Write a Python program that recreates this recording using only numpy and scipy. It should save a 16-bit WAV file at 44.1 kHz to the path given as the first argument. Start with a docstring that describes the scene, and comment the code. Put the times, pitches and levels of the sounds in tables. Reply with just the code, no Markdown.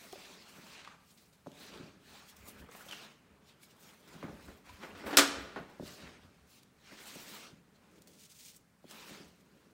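"""Chalk powder in a plastic basin

Close by, hands stir, scoop and crumble fine chalk: stick-slip friction hisses and scrapes, lumps tick,
and knuckles excite the damped modes of the wide basin. Further off a metal sieve is moved, knocked hard
and set down, rattling and ringing. The hard-walled room reverberates and hums; its floor rumbles."""
import sys
import numpy as np
from scipy import signal
from scipy.fft import rfft, irfft, next_fast_len
from scipy.io import wavfile
from scipy.ndimage import uniform_filter1d, map_coordinates

SR = 44100
rng = np.random.default_rng(int(sys.argv[2]) if len(sys.argv) > 2 else 0)


def persist_wave(psi):
    """Save psi, clipped to +-1, as 16-bit WAV."""
    counts = np.round(np.clip(psi, -1, 1) * 32767).astype(np.int16)
    wavfile.write(sys.argv[1], SR, np.atleast_2d(counts).T)


N = 429082


def amp(db):
    """Amplitude ratio of a level in dB."""
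    return 10 ** (np.asarray(db) / 20)


def unit(x):
    """Normalisation to rms 1."""
    return x / np.sqrt(np.mean(x ** 2) + 1e-20)


def filtered(x, response):
    """Linear filtering: the spectrum of x times a complex frequency response."""
    size = next_fast_len(len(x) + 8192)
    return irfft(rfft(x, size) * response(np.fft.rfftfreq(size, 1 / SR)), size)[:len(x)]


def coloured(x, spectrum):
    """Spectral shaping by (f/Hz, level/dB) points on a log frequency axis, at rms 1."""
    hz, db = np.transpose(spectrum)
    return unit(filtered(x, lambda f: amp(np.interp(np.log(f + 1), np.log(hz + 1), db))))


def wobble(rate):
    """Smooth random modulation with rate knots a second."""
    knots = rng.standard_normal(int(N * rate / SR) + 4)
    return map_coordinates(knots, [np.arange(N) * rate / SR])


def add(track, s, sound):
    """Superposition of a sound on the track at s seconds."""
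    part = track[round(s * SR):][:len(sound)]
    part += sound[:len(part)]


def grit(share, spread_db, patchy_db):
    """Granular noise: scattered louder grains, with gain patchy in time and frequency."""
    grains = rng.standard_normal(N) * amp(spread_db * rng.random(N) * (rng.random(N) < share))
    spectra = signal.stft(grains, nperseg=512)[2]
    patches = uniform_filter1d(uniform_filter1d(rng.standard_normal(spectra.shape), 7, 0), 8, 1)
    return signal.istft(spectra * amp(patchy_db * unit(patches)), nperseg=512)[1][:N]


def swells(rows):
    """Incoherent addition: the gain of (t/s, rise/s, hold/s, fall/s, level/dB) swells summed in power."""
    fade_db = -27.5  # one rise before and one fall after the hold
    t = np.arange(0, N / SR + .01, .002)
    power = 0
    for s, rise, hold, fall, db in rows:
        distance = np.maximum((s - t) / abs(rise), (t - s - abs(hold)) / abs(fall))
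        power += amp(db + np.clip(fade_db * distance, -120, 0)) ** 2
    return np.interp(np.arange(N) / SR, t, np.sqrt(power))


def basin(f):
    """Modal superposition: the plastic wall responds as a sum of broad resonances."""
    # f/Hz, bandwidth/Hz, level/dB
    modes = [(174, 59, -5), (212, 35, 1.5), (253, 40, -2.5), (317, 45, -2), (352, 50, -3.5), (420, 65, -4),
             (590, 81, -10.5)]
    return sum((-1) ** k * amp(db) * 1j * f * width / (hz * hz - f * f + 1j * f * width)
               for k, (hz, width, db) in enumerate(modes))


def hand_pressure():
    """Friction grows with load: gains of fine powder, skin, ploughing and wall, bass trailing treble."""
    # hand strokes: t/s at full pressure, rise/s, hold/s, fall/s, then level/dB of each of the four layers
    sweeps = [(0.0, .01, 0.049, 0.26, -71, -63, -64.5, -63),
              (0.194, 0.9, 0.055, 0.86, -58, -62.5, -60, -64.5),
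              (0.546, 0.27, 0.2, 0.17, -68, -65, -62, -66),
              (0.742, 0.25, 0.034, 0.34, -59.5, -87, -59.5, -88),
              (0.845, 0.14, 0.084, .12, -77, -89, -59.5, -74), (1.173, .4, 0.052, 0.53, -84, -70, -79, -72),
              (1.615, 0.23, 0.062, 0.28, -59.5, -63, -61, -59.5),
              (1.739, 0.15, 0.029, 0.34, -61.5, -72, -57, -51.5),
              (2.106, 0.14, 0.049, 0.41, -62, -64.5, -61, -64.5),
              (2.468, 0.39, 0.11, 0.32, -76, -69, -60.5, -61.5),
              (2.718, .04, 0.18, 0.19, -68, -60.5, -59.5, -67),
              (2.897, 0.066, 0.15, .2, -60, -64.5, -58, -63), (3.23, 0.17, 1, .5, -89, -92, -73, -69.5),
              (3.847, 0.18, 0.047, 0.3, -66.5, -63.5, -66.5, -70.5),
              (4.102, 0.25, 0.14, 0.6, -68.5, -68, -61.5, -59),
              (4.426, 0.23, 0.086, 0.23, -68, -67.5, -64.5, -63.5),
              (4.663, .06, 0.12, 0.27, -68, -70, -62.5, -68),
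              (4.824, .08, 0.028, 0.3, -66.5, -65.5, -52.5, -51),
              (4.989, .15, 0.35, 1, -65, -71, -56, -54.5), (5.864, 0.11, 0.069, 0.26, -57, -59, -62.5, -61),
              (6.015, 0.18, 0.037, 0.43, -63, -89.5, -57, -59.5),
              (6.394, 0.33, 0.19, 0.63, -81, -88, -75.5, -72),
              (6.52, 0.12, 0.072, 0.069, -68, -65.5, -87, -80.5),
              (6.891, 0.16, 0.087, .3, -60.5, -72, -59.5, -62),
              (7.084, 0.28, 0.35, .17, -57, -56.5, -57.5, -62),
              (7.846, 1, 0.075, 0.59, -83, -87, -71, -64.5),
              (8.449, 0.54, 0.089, .15, -76, -63.5, -79.5, -72),
              (8.914, 0.11, 0.11, 0.39, -61, -61.5, -59.5, -60.5),
              (9.092, 0.22, 0.091, 0.26, -60, -65, -60.5, -60),
              (9.486, 0.55, 0.18, 0.23, -79.5, -81, -76.5, -67.5)]
    # fingertips flicking powder off: t/s at peak, rise/s, fall/s, skin level/dB, fine powder level/dB
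    flicks = [(1.11, 0.12, 0.074, -64, -66.5), (1.47, .02, 0.068, -72.5, -64.5),
              (4.135, .03, .06, -68, -60), (4.575, .01, .04, -68, -74), (1.177, .01, 0.13, -68, -63),
              (1.256, 0.013, 0.088, -75, -75), (1.33, 0.011, .12, -71, -69),
              (2.3, 0.084, 0.046, -57, -58.5), (2.368, 0.017, .06, -58, -64),
              (2.49, 0.067, 0.075, -51, -62), (2.6, 0.037, .05, -56.5, -68), (3.49, 0.085, .1, -70, -63.5),
              (3.635, 0.049, 0.084, -59, -62), (3.71, 0.042, 0.069, -68, -63.5),
              (3.94, 0.046, 0.07, -68, -77), (5.07, 0.034, 0.27, -52.5, -62), (5.7, .04, 0.053, -70.5, -83),
              (6.35, 0.046, .06, -81, -79), (6.63, .03, .03, -68, -71), (6.735, 0.012, .015, -76, -84.5),
              (7.76, .04, 0.043, -81, -72), (8.08, .015, .06, -61, -69), (8.565, .03, .03, -55.5, -76),
              (9.285, .03, .03, -68, -78), (9.41, 0.048, .03, -68, -72), (9.645, .02, .02, -74.5, -83.5),
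              (9.71, 0.022, .03, -74, -78)]
    # delay of each layer, as a share of the stroke's rise
    lags = (0.0, -.05, 0.055, 0.13)
    # hold of each layer, as a share of the stroke's hold
    holds = (1.03, 0.93, 1.054, 1.2)
    layers = [[(s + lag * rise, rise, share * hold, fall, db[k]) for s, rise, hold, fall, *db in sweeps]
              for k, (lag, share) in enumerate(zip(lags, holds))]
    layers[0] += [(s, rise, 0, fall, fine_db) for s, rise, fall, _, fine_db in flicks]
    layers[1] += [(s, rise, 0, fall, skin_db) for s, rise, fall, skin_db, _ in flicks]
    return [swells(rows) for rows in layers]


def hand_strokes():
    """Stick-slip friction: grains slide under the hands, and the push drives the basin's modes."""
    # spectrum of rubbing skin: f/Hz, level/dB
    skin_spectrum = [(2500, -29), (5000, -4), (8000, 1.5), (11000, -3), (16000, 0.5)]
    # spectrum of ploughed powder: f/Hz, level/dB
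    coarse_spectrum = [(350, -8.5), (700, 3), (1300, 3.5), (2500, -1), (4000, -14.5), (8000, -33.5),
                       (16000, -51.5)]
    # spectrum of fine powder: f/Hz, level/dB
    fine_spectrum = [(1200, -25.5), (2500, 0.5), (4000, 5.5), (6500, 0), (9000, -7.5), (10500, -16),
                     (16000, -33.5)]
    fine, skin, plough, load = hand_pressure()
    slip = wobble(35)  # shared by skin and powder
    rub = skin * amp(1.1 * slip + 1.5 * wobble(90)) * coloured(grit(.05, 12, 2.5), skin_spectrum)
    powder = amp(.8 * slip) * grit(share=0.018, spread_db=14, patchy_db=2.17)
    drag = plough * coloured(powder, coarse_spectrum) + fine * coloured(powder, fine_spectrum)
    wall = unit(filtered(amp(1.6 * wobble(40)) * rng.standard_normal(N), basin))
    return rub + drag + load * wall


def room_hum():
    """Stationary noise: the low hum and faint hiss of the room."""
    # background spectrum: f/Hz, level/dB
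    spectrum = [(12, -53.5), (20, -17), (55, -13.5), (123, -1), (187, 5), (337, -11), (923, -13),
                (1530, -13.5), (3340, -23), (9400, -26), (11400, -30), (14700, -29.5), (16000, -30.5)]
    return amp(-68.5) * coloured(rng.standard_normal(N), spectrum)


def tap_ticks_and_squeak():
    """Damped oscillation: each burst decays around one sagging pitch; the shortest are mostly noise."""
    # a ringing tap of the sieve being set aside (0.126-0.157 s), chalk ticks, and a short, stuttering
    # squeak near 3 kHz (2.886-2.945 s): t/s, level/dB, f/Hz, T60/s
    bursts = [(.097, -58, 3670, .02), (.126, -37.5, 3000, 0.012), (.129, -39.5, 384, 0.069),
              (.131, -41, 747, 0.056), (.157, -39.5, 575, 0.037), (.254, -50, 4080, .02),
              (.848, -40, 1590, 0.026), (.875, -38.5, 1170, 0.029), (1.517, -50, 2980, 0.01),
              (2.687, -46, 1270, 0.037), (2.69, -44, 477, 0.04), (2.713, -50, 6600, 0.031),
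              (2.75, -38, 870, 0.019), (2.808, -44.5, 1450, 0.046), (2.864, -41, 550, 0.032),
              (2.886, -41, 3200, 0.029), (2.892, -43, 3550, 0.026), (2.911, -36, 3100, 0.033),
              (2.923, -36, 2950, 0.042), (2.927, -39.5, 2750, 0.035), (2.933, -39, 2800, 0.032),
              (2.945, -43, 2900, 0.024), (2.93, -34.5, 1430, 0.022), (3.632, -49, 2260, 0.027),
              (4.693, -45, 2380, 0.029), (4.695, -46, 1000, 0.07), (5.876, -45, 4680, 0.037),
              (6.632, -50, 4630, 0.016), (8.02, -48.5, 7300, 0.011), (8.073, -49, 4660, 0.016),
              (8.911, -38.5, 4100, 0.012)]
    out, t = np.zeros(N), np.arange(SR // 8) / SR
    for s, db, hz, t60 in bursts:
        noise = unit(filtered(rng.standard_normal(len(t)), lambda f: (f * hz / (f * f + hz * hz)) ** 2.2))
        tone = np.sin(2 * np.pi * hz * t * (1 - 0.41 * t))
        noisiness = np.clip(.011 / t60, 0, 1)
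        envelope = amp(db - 60 * t / t60) * (1 - np.exp(-t / 0.00028))
        add(out, s, envelope * ((1 - noisiness) * tone + noisiness * noise))
    return out


def reverberation(x):
    """Wall reflections form a diffuse, decaying field; air absorption takes the treble first."""
    hz, t, spectra = signal.stft(rng.standard_normal(SR), SR, nperseg=256)
    t60 = 1.0 / (1 + (hz[:, None] / 7500) ** 1.3)
    tail = signal.istft(spectra * amp(-60 * t / t60), SR, nperseg=256)[1]
    delayed = np.pad(x, (400, 0))
    return signal.fftconvolve(delayed, tail / np.linalg.norm(tail))[:N]


def dull_thumps():
    """Dispersion: bending waves run faster at high frequency, so each thump sweeps downwards."""
    # hands on the basin, and the low body of the sieve's knocks (4.151-4.49 s, 5.561 s):
    # t/s, peak level/dB, contact corner f/Hz
    blows = [(.585, -49, 724), (0.692, -59, 350), (1.462, -44, 1310), (1.469, -36.5, 1340),
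             (1.718, -54, 400), (1.798, -41.5, 520), (1.831, -46, 350), (2.475, -49, 800),
             (2.6, -51.5, 350), (2.628, -50, 350), (4.151, -46.5, 350), (4.228, -37, 2400),
             (4.24, -36, 396), (4.291, -43.5, 350), (4.49, -53, 302), (5.561, -34, 2630), (5.6, -39.5, 486),
             (5.797, -34.5, 925), (5.824, -37.5, 704), (6.031, -46, 500), (6.245, -54, 350),
             (6.308, -59, 343), (6.919, -49.5, 700), (7.157, -43, 940), (7.312, -51, 503),
             (7.526, -49.5, 249), (8.842, -46.5, 995), (9.004, -67, 496), (9.109, -45.5, 797),
             (9.199, -46, 500), (9.386, -65.5, 603)]
    out, t = np.zeros(N), np.arange(SR // 4) / SR
    impulse = signal.unit_impulse(len(t))
    body = lambda f: (basin(f) + 0.28) * (1j * f / (110 + 1j * f)) ** 2
    dispersion = lambda f: np.exp(-2j * np.pi * 0.12 * (np.sqrt(f) - f / (2 * np.sqrt(2500))))
    for s, db, corner_hz in blows:
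        soft_contact = lambda f: np.exp(-(f / corner_hz) ** 2) / (1 + 1j * f / corner_hz) ** 2
        hit = filtered(impulse, lambda f: body(f) * soft_contact(f) * dispersion(f))
        hit *= amp(-60 * t / 0.31)  # the powder damps the ring
        add(out, s, amp(db) * hit / np.abs(hit).max())
    return out


def floorboards():
    """Structure-borne sound: steps and shifts of weight swell a faint rumble in the floor."""
    # weight landing on the floor: t/s, level/dB
    steps = [(1.76, -65), (2.1, -72), (2.459, -59), (2.63, -58), (2.9, -74), (3.33, -75), (3.91, -76),
             (4.15, -69), (4.34, -57), (4.5, -56.5), (4.74, -56), (4.95, -61), (5.07, -60), (5.23, -61),
             (5.42, -50), (5.6, -56.5), (5.86, -56), (6.071, -58.5), (6.25, -61), (6.41, -69), (6.979, -77),
             (8.95, -84), (9.27, -70)]
    # spectrum of the boards: f/Hz, level/dB
    spectrum = [(25, -31.5), (50, -3), (70, 6), (100, 1), (140, -38)]
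    rise_s, fall_s, rest_db = .12, 0.1, -80.5
    weight = swells([(s, rise_s, 0, fall_s, db) for s, db in steps]) + amp(rest_db)
    return weight * coloured(rng.standard_normal(N), spectrum)


def sieve_knocks():
    """Impacts rattle rim and mesh and excite the frame's modes; softer contact gives less treble."""
    # the sieve meeting something hard: t/s, level/dB, treble tilt/dB (negative is dull), rattle T60/s
    knocks = [(4.075, -51, -1, .12), (4.14, -45, -6, .12), (4.227, -35.5, -9.5, 0.28),
              (4.279, -40.5, -14, 0.31), (4.48, -40.5, -11, 0.15), (4.69, -50.5, -3, 0.089),
              (4.829, -38, -7, .14), (4.949, -42, -5, 0.25), (5.036, -34.5, -16, 0.082),
              (5.062, -29, -7.5, 0.45), (5.106, -29.5, -5, .1), (5.128, -24.5, -6, 0.22),
              (5.17, -3, 0.56, 0.09), (5.184, -7, -1, 0.13), (5.203, -17.5, -3, 0.31),
              (5.363, -31, -27, 0.13), (5.562, -27, -8.5, 0.17)]
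    # modes of the free frame: f/Hz, level/dB, T60/s
    modes = [(285, -8, 0.26), (547, -8.5, .12), (675, -10, .12), (738.4, -8, 0.085), (1365, -11, 0.082),
             (1390, -4, 0.052), (1457, -4, 0.36), (1713, -14, 0.066), (2885, -9.5, .08), (5880, -8, 0.036)]
    # spectrum of rim and mesh: f/Hz, level/dB
    clatter = [(90, -45.5), (170, -19.5), (290, -3.5), (550, -7.5), (850, -7.5), (1450, -2.5), (2200, -4.5),
               (3300, -3), (6000, -5), (9500, -8.5), (11000, -16.5), (16000, -20)]
    out, t = np.zeros(N), np.arange(SR // 2) / SR
    for s, db, tilt_db, t60 in knocks:
        ring = sum(amp(level + rng.normal(0, 1) - 60 * t / mode_t60)
                   * np.sin(2 * np.pi * hz * t + rng.uniform(0, 2 * np.pi))
                   for hz, level, mode_t60 in modes)
        ring *= amp(-60 * (t / 0.2) ** 2)  # the gripping hand soon damps the frame
        rattle = amp(-60 * t / t60) * coloured(rng.standard_normal(len(t)), clatter)
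        snap = 0.95 * amp(-60 * t / 0.016) * np.diff(rng.standard_normal(len(t) + 1))
        hardness = amp(0.4 * tilt_db)
        tilt = lambda f: amp(tilt_db * (np.log2(1 + (f / 700) ** 2) / 2) ** 1.29)
        blow = filtered(rattle + hardness * (snap + 0.39 * ring), tilt)
        rise_s = 0.00093 * amp(-.6 * tilt_db)  # soft contacts build up more slowly
        add(out, s, amp(db - 9.5) * (1 - np.exp(-t / rise_s)) * blow / np.std(blow[:SR // 100]))
    return out


def crumbling():
    """Brittle fracture: pressed lumps break into a bright, gritty trickle."""
    # fingers crushing lumps: t/s at full pressure, rise/s, hold/s, fall/s, level/dB
    pinches = [(7.975, 0.27, .015, 0.026, -70.5), (8.016, .015, .01, 0.086, -70),
               (8.076, 0.017, 0.1, .05, -67.5), (8.21, 0.078, 0.054, .03, -59),
               (8.3, 0.018, 0.017, .05, -57.5), (8.35, .03, .005, 0.057, -63.5),
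               (8.4, 0.08, 0.081, .1, -59.5), (8.46, 0.35, 0.025, 0.16, -57.5),
               (8.53, 0.046, 0.027, .05, -66.5)]
    # spectrum of breaking lumps: f/Hz, level/dB
    spectrum = [(1000, -34.5), (2200, -8), (3500, -5), (6500, -3.5), (9000, -6), (11000, -14),
                (16000, -10.5)]
    envelope = swells(pinches) * amp(1.3 * wobble(110))
    return envelope * coloured(grit(share=.04, spread_db=16.5, patchy_db=0.5), spectrum)


def scene():
    """Superposition of the direct sounds and the reverberation of the transients, in mono."""
    handling, knocks = dull_thumps() + tap_ticks_and_squeak(), sieve_knocks()
    direct = hand_strokes() + crumbling() + floorboards() + handling + knocks
    reflected = reverberation(amp(-10.5) * handling + amp(-14.0) * knocks)
    return (direct + reflected + room_hum())[None]


def record(dry):
    """Band limiting: a steep low-pass with a raised-cosine edge."""
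    top_hz = 15830
    edge = lambda hz: np.sin(np.pi / 2 * np.clip((top_hz + 100 - hz) / 200, 0, 1)) ** 2
    return filtered(dry[0], edge)[None]


dry = scene()
out = record(dry)
persist_wave(out)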